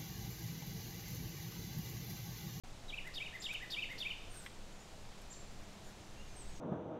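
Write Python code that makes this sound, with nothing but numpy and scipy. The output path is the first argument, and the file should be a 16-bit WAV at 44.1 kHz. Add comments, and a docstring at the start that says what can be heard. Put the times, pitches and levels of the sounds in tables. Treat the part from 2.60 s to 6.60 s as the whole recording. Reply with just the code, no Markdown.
"""Wren-like song among trees

A bird sings five quick phrases made of a rasp, a high arch, a rising note, a falling slur and a low link.
Foliage scatters the song into a soft tail. Small birds add thin high calls, bark and leaves rustle,
and a woodpecker taps once on a stump. Underneath lie outdoor hiss, light wind and a faint distant drone."""
import sys
import numpy as np
from scipy import signal
from scipy.fft import rfft, irfft
from scipy.io import wavfile
from scipy.ndimage import uniform_filter1d

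SR = 44100
rng = np.random.default_rng(int(sys.argv[2]) if len(sys.argv) > 2 else 0)


def master(y):
    """Save y as 16-bit WAV."""
    cut = np.clip(np.atleast_2d(y).T, -1, 1)
    pcm = np.round(cut * 32767)  # scale
    wavfile.write(sys.argv[1], SR, pcm.astype(np.int16))


N = 176400  # 4 seconds
TOP_HZ = 15720  # upper limit of the sound


def amp(db):
    """Turns decibels into a number to multiply by."""
    return 10 ** (np.asarray(db) / 20)


def unit(x):
    """Scales a sound to an average strength (rms) of 1."""
    return x / np.sqrt(np.mean(x ** 2) + 1e-20)


def read(points, hz):
    """Looks up a value between a table's frequencies, spaced by octaves."""
    f, value = np.transpose(points)
    return np.interp(np.log(hz + 1), np.log(f + 1), value)


def add(mix, start_s, sound):
    """Mixes a sound in at the given time."""
    part = mix[max(round(start_s * SR), 0):][:len(sound)]
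    part += sound[:len(part)]


def tint(x, colour):
    """Turns each frequency up or down as the colour table says."""
    return irfft(rfft(x) * amp(read(colour, np.fft.rfftfreq(len(x), 1 / SR))), len(x))


def noise(colour):
    """Steady noise with the given balance of low and high."""
    return unit(tint(rng.standard_normal(N), colour))


def drift(size, fastest_hz):
    """A smooth random wobble made of 12 sine waves."""
    f, t = np.geomspace(fastest_hz / 8, fastest_hz, 12)[:, None], np.arange(size) / SR
    return np.sin(2 * np.pi * (f * t + rng.random((12, 1)))).sum(0) / np.sqrt(len(f) / 2)


# Tone colour of the open air (frequency [Hz], level [dB])
HISS_COLOUR = [(35, -27), (55, -1), (100, -1), (160, -2.5), (230, -5.5), (400, -7.5), (750, -8),
               (1100, -12.5), (1600, -15.5), (2500, -16), (3900, -17), (5500, -19.5), (7200, -20),
               (8200, -24.5), (11000, -31.5), (15500, -39.5)]
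def hiss():
    """Soft, almost steady outdoor hiss."""
    return amp(-56 + 0.22 * drift(N, 5)) * noise(HISS_COLOUR)


# Tone colour of the wind (frequency [Hz], level [dB])
WIND_COLOUR = [(3, 0.5), (10, 5.5), (20, 10), (32, -10.5), (50, -6.5), (100, -52), (300, -79)]
# Gusts and lulls (time [s], level [dB])
GUSTS = [(0, -53.5), (.3, -48.5), (.7, -54), (1.3, -51), (1.85, -49), (2.25, -57), (2.7, -47.5), (3.4, -56),
         (4, -47)]
def wind():
    """Light wind on the microphone makes a deep rumble."""
    gust_db = np.interp(np.arange(N) / SR, *np.transpose(GUSTS))
    return amp(gust_db) * noise(WIND_COLOUR)


# Tones of the drone (pitch [Hz], start level [dB], middle level [dB], end level [dB])
DRONE_TONES = [(57, -85, -83, -55.5), (85.8, -74, -68, -65), (119.2, -61.5, -71, -63.5),
               (174.6, -63.5, -81.5, -70), (202, -77, -67, -60.5), (306, -89, -80, -71),
               (392.5, -78, -81, -66)]
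def drone():
    """A distant hum of low tones that wander in pitch and level."""
    out, t = np.zeros(N), np.arange(N) / SR
    for hz, *levels in DRONE_TONES:
        db = np.interp(t, np.linspace(0, t[-1], len(levels)), levels) + 2 * drift(N, 4)
        pitch = hz * (1 + 0.0118 * drift(N, 5))
        out += amp(db) * np.sin(2 * np.pi * np.cumsum(pitch) / SR)
    return out


# Overtone strength next to the main tone (frequency [Hz], level [dB])
BIRD_OVERTONES = [(3500, -40), (5000, -38), (7300, -28), (9000, -41), (10500, -36), (11200, -28.5),
                  (12200, -32), (13500, -26), (15500, -35)]
def whistle(hz, db, overtone_db=0, harmonics=3):
    """A bird's nearly pure, wavering tone, with weak overtones at multiples of its pitch."""
    waver, shimmer_db, fade_s = 0.0021, 1.2, 0.0014
    size = len(hz)
    t = np.arange(size) / SR
    phase = 2 * np.pi * np.cumsum(hz * (1 + waver * drift(size, 290))) / SR
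    tone = np.sin(phase)
    for k in range(2, harmonics + 1):
        tone += amp(read(BIRD_OVERTONES, k * hz) + overtone_db) * (k * hz < TOP_HZ) * np.sin(k * phase)
    fade = np.sin(np.pi / 2 * np.clip(np.minimum(t, t[-1] - t) / fade_s, 0, 1))
    return tone * fade * amp(db + shimmer_db * drift(size, 252))


def notes(rows, shape, overtone_db=0, harmonics=6):
    """Sings one note shape for each row; overtones fade as the pitch drops below its peak."""
    fade_db_per_octave = 21
    out, (at, hz, db) = np.zeros(N), np.transpose(shape)
    for start, length, ratio, level_db in rows:
        progress = np.linspace(0, 1, int(length * SR))
        pitch = uniform_filter1d(np.interp(progress, at, hz), size=130, mode="nearest")  # round corners
        bright_db = overtone_db + fade_db_per_octave * np.log2(pitch / pitch.max())
        note_db = np.interp(progress, at, db) + level_db
        add(out, start, whistle(pitch * ratio, note_db, bright_db, harmonics))
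    return out


# Leaves scatter the highest pitches most (frequency [Hz], level [dB])
LEAF_COLOUR = [(1500, -2), (2500, -2), (3700, 1), (8000, 0), (11000, 7.5), (15000, 7)]
# How long the trees echo (frequency [Hz], time to fade by 60 dB [s])
TREE_FADE = [(1500, 0.96), (2500, 0.6), (4000, 1), (8000, 0.67), (15000, 0.32)]
def foliage(x, near_db, near_fade_s, tail_db):
    """Adds quick echoes from nearby leaves and trunks, then a long soft tail from the trees."""
    t = np.arange(SR) / SR
    near, far = rng.standard_normal((2, SR)) * (rng.random((2, SR)) < .06) * np.minimum(t / 0.0082, 1)
    near = tint(unit(near * amp(-60 * t / near_fade_s)), LEAF_COLOUR)
    hz, at, bands = signal.stft(far, SR, nperseg=256)
    bands *= amp(-60 * at / read(TREE_FADE, hz)[:, None])
    tail = signal.istft(bands, SR, nperseg=256)[1][:SR]
    echo = amp(near_db) * near + amp(tail_db) * unit(tail)
    return x + signal.fftconvolve(x, echo / np.sqrt(SR))[:N]


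# How each kind of note moves (progress [0 to 1], pitch [Hz], level [dB])
ARCH_CURVE = [(0, 3346, -3), (.1, 3674, 0.5), (.25, 3748, -5), (.42, 3733, 2.5), (.58, 3423, 1),
              (.72, 3110, 2.5), (.86, 2800, 0), (1, 2600, -12)]
RISE_CURVE = [(0, 2312, -15), (.17, 2281, -6.5), (.42, 2339, -6), (.66, 2480, -2.5), (.86, 2610, -2),
              (1, 2680, -17)]
SLUR_CURVE = [(0, 2917, -18), (.15, 3064, -7), (.36, 3002, -2.5), (.55, 2710, -1), (.75, 2410, -5.5),
              (.9, 2230, -8.5), (1, 2020, -14)]
LINK_CURVE = [(0, 1712, -12), (.2, 1847, -11), (.45, 2010, -7.5), (.6, 2095, -1.5), (.78, 1979, -5.5),
              (.9, 1843, -8), (1, 1690, -10)]
# When each kind is sung (start [s], length [s], pitch multiplier [ratio], level [dB])
ARCH_NOTES = [(.281, 0.031, 1.04, -46.5), (.556, 0.038, 1.001, -42.5), (.841, .033, 1.001, -40),
              (1.1215, .033, 1.001, -39.5), (1.402, 0.036, 0.98, -40)]
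RISE_NOTES = [(.324, 0.025, 1.01, -38.5), (.601, .031, .995, -36), (.888, 0.033, .99, -36),
              (1.165, 0.0353, 1.01, -34), (1.449, 0.028, 1, -33)]
SLUR_NOTES = [(.374, 0.024, .975, -38.5), (.657, 0.024, .975, -41), (.942, 0.026, 1.001, -36),
              (1.219, .027, 1.001, -34), (1.502, 0.024, 1.005, -35)]
LINK_NOTES = [(.444, 0.051, 1, -43.5), (.727, 0.045, 1, -41), (1.003, .048, .97, -41.5),
              (1.29, 0.046, 1.033, -39.5)]
def song():
    """The bird whistles an arch, a rise and a slur five times, with a low link between phrases."""
    out = notes(ARCH_NOTES, ARCH_CURVE, overtone_db=3, harmonics=3)
    out += notes(RISE_NOTES, RISE_CURVE, overtone_db=-4)
    out += notes(SLUR_NOTES, SLUR_CURVE, overtone_db=-3, harmonics=4)
    out += notes(LINK_NOTES, LINK_CURVE, overtone_db=1, harmonics=7)
    entry_s, entry_db = 0.017, -5.5  # the very first note swells in
    sung_s = np.arange(N) / SR - ARCH_NOTES[0][0]
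    out *= amp(entry_db * (1 - np.clip(sung_s / entry_s, 0, 1) ** 2))
    return foliage(out, near_db=-9, near_fade_s=0.19, tail_db=-6.5)


# Small scrapes (start [s], length [s], level [dB])
SCRAPES = [(0.465, 0.021, -59), (0.924, 0.023, -53.5), (1.32, 0.013, -65), (1.715, 0.075, -61),
           (1.76, 0.15, -63), (2.612, 0.017, -62.5), (2.63, .016, -74), (2.973, 0.099, -75),
           (3.227, .11, -66), (3.873, 0.044, -70)]
# Their tone colour (frequency [Hz], level [dB])
SCRAPE_COLOUR = [(300, -20), (1100, -5), (1600, 16), (2000, -2), (3000, -3), (7000, 1), (10000, -3.5),
                 (14000, -4), (16000, -18)]
def rustles():
    """Dry bark and leaves scrape in short, grainy puffs of noise."""
    swells, grain_db = np.zeros(N), 2.8
    for start, length, db in SCRAPES:
        add(swells, start, amp(db) * np.sin(np.linspace(0, np.pi, int(length * SR))))
    return swells * noise(SCRAPE_COLOUR) * amp(grain_db * drift(N, 500))


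# Rasps that open every phrase after the first (start [s], level [dB])
RASP_TIMES = [(0.535, -51.5), (.816, -48.5), (1.098, -47), (1.377, -49)]
# Tone colour of their dry, hissy edge (frequency [Hz], level [dB])
EDGE_COLOUR = [(2000, -35), (4500, -5), (7000, -4), (9000, -12), (11000, -8), (12000, -2.5), (13200, -16),
               (15500, -21)]
def rasps():
    """The bird overlaps four rough up-and-over chirps, each a little lower, with a puff of hiss."""
    chirp_s, spacing_s, roughness = 0.01386, 0.0047, .06
    low_hz, top_hz, sink_hz = 3015, 5180, 220
    edge_db, edge_s = -13, 0.033
    chirps, edge = np.zeros((2, N))
    progress = np.linspace(0, 1, int(chirp_s * SR))
    swell_db = -10 * (1 - np.sin(np.pi * progress))
    for start, db in RASP_TIMES:
        add(edge, start, amp(db + edge_db) * np.sin(np.linspace(0, np.pi, int(edge_s * SR))))
        for k in range(4):
            hz = low_hz + (top_hz - k * sink_hz - low_hz) * np.sin(2.27 * progress)
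            hz *= 1 + roughness * drift(len(hz), 900)
            add(chirps, start + k * spacing_s, whistle(hz, db + swell_db, overtone_db=-2))
    return foliage(chirps + edge * noise(EDGE_COLOUR), near_db=-5.5, near_fade_s=0.15, tail_db=-6)


def glides(rows, roughness=0):
    """Straight pitch slides that swell and fade; roughness shakes the pitch into a buzz."""
    out = np.zeros(N)
    for start, length, first_hz, last_hz, db in rows:
        progress = np.linspace(0, 1, int(length * SR))
        hz = first_hz + (last_hz - first_hz) * progress
        hz *= 1 + roughness * drift(len(hz), 913)
        add(out, start, whistle(hz, db - 9 * (1 - np.sin(np.pi * progress))))
    return out


# How a short "tsip" moves (progress [0 to 1], pitch [Hz], level [dB])
TSIP_CURVE = [(0, 6700, -7), (.2, 7100, -6), (.45, 7540, -2), (.7, 7440, -1.5), (1, 6950, -10)]
# Near and far tsips (start [s], length [s], pitch multiplier [ratio], level [dB])
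NEAR_CALLS = [(.798, 0.0217, 0.996, -48.5), (2.701, 0.0272, .995, -48.5)]
FAR_CALLS = [(2.11, .04, .96, -72), (2.18, 0.042, .94, -67), (3.235, 0.032, .95, -68),
             (3.895, 0.017, .89, -64)]
# Buzzy endings (start [s], length [s], first pitch [Hz], last pitch [Hz], level [dB])
BUZZY_FALLS = [(.814, 0.021, 7100, 4570, -55), (2.72, .018, 7300, 5770, -56),
               (2.728, .022, 6000, 3410, -59.5), (3.95, 0.0218, 6800, 5700, -59.5)]
def short_calls():
    """Small birds call "tsip", some ending in a falling buzz; the far calls are mostly echo."""
    near = notes(NEAR_CALLS, TSIP_CURVE) + glides(BUZZY_FALLS, roughness=.08)
    out = foliage(near, near_db=-7, near_fade_s=0.19, tail_db=-0.5)
    return out + foliage(notes(FAR_CALLS, TSIP_CURVE), near_db=3.5, near_fade_s=0.22, tail_db=4)


# How a high, sinking "seep" moves (progress [0 to 1], pitch [Hz], level [dB])
SEEP_CURVE = [(0, 8700, -10), (.15, 8830, -3), (.4, 8620, -5), (.62, 8630, -0.5), (.78, 8220, 0),
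              (.9, 7780, -10), (1, 7330, -2)]
# The seeps (start [s], length [s], pitch multiplier [ratio], level [dB])
SEEP_NOTES = [(1.698, 0.13, 0.992, -55), (3.757, .078, 0.964, -52.5)]
# Distant whistles (start [s], length [s], first pitch [Hz], last pitch [Hz], level [dB])
FAR_WHISTLES = [(3.55, .12, 6560, 6520, -68), (3.68, .12, 6100, 6470, -67),
                (3.565, 0.077, 2700, 2900, -59.5), (3.65, .11, 2400, 2440, -69)]
def long_calls():
    """Small birds draw out thin "seep" calls and faint whistles."""
    calls = notes(SEEP_NOTES, SEEP_CURVE) + glides(FAR_WHISTLES)
    return foliage(calls, near_db=-16, near_fade_s=0.13, tail_db=-5)


# Bill hits, so close that they sound like one tap (time [s], level [dB])
BILL_HITS = [(1.862, -42.5), (1.8638, -40), (1.8675, -48), (1.872, -58)]
# Tones the stump rings with (pitch [Hz], level [dB], time to fade by 60 dB [s])
STUMP_TONES = [(1310, -24, 0.012), (1540, -8, 0.014), (1820, -9, .016), (2010, 5, 0.015), (2320, -3, 0.014),
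               (2680, -12, 0.018), (3150, -3.5, 0.023), (3400, -8, .018), (5350, -10, .008)]
def woodpecker():
    """The bill strikes dead wood and chatters briefly, making the stump ring."""
    out, t, rise_s = np.zeros(N), np.arange(4096) / SR, 0.00047
    ring = sum(amp(db - 60 * t / fade_s) * np.sin(2 * np.pi * hz * t) for hz, db, fade_s in STUMP_TONES)
    for start, db in BILL_HITS:
        add(out, start, amp(db) * ring * np.minimum(t / rise_s, 1))
    return foliage(out, near_db=-7, near_fade_s=0.047, tail_db=-22)


def scene():
    """Mixes the birds and their surroundings into one channel."""
    birds = song() + rasps() + long_calls() + short_calls() + woodpecker()
    return (birds + rustles() + hiss() + wind() + drone())[None]


def record(dry):
    """Starts with a moment of silence and cuts off the very highest treble."""
    silence_s = .036
    live = dry * (np.arange(N) >= silence_s * SR)
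    treble_cut = signal.firwin(511, TOP_HZ, window=("kaiser", 9), fs=SR)
    return signal.oaconvolve(live, treble_cut[None], "same")


dry = scene()
out = record(dry)
master(out)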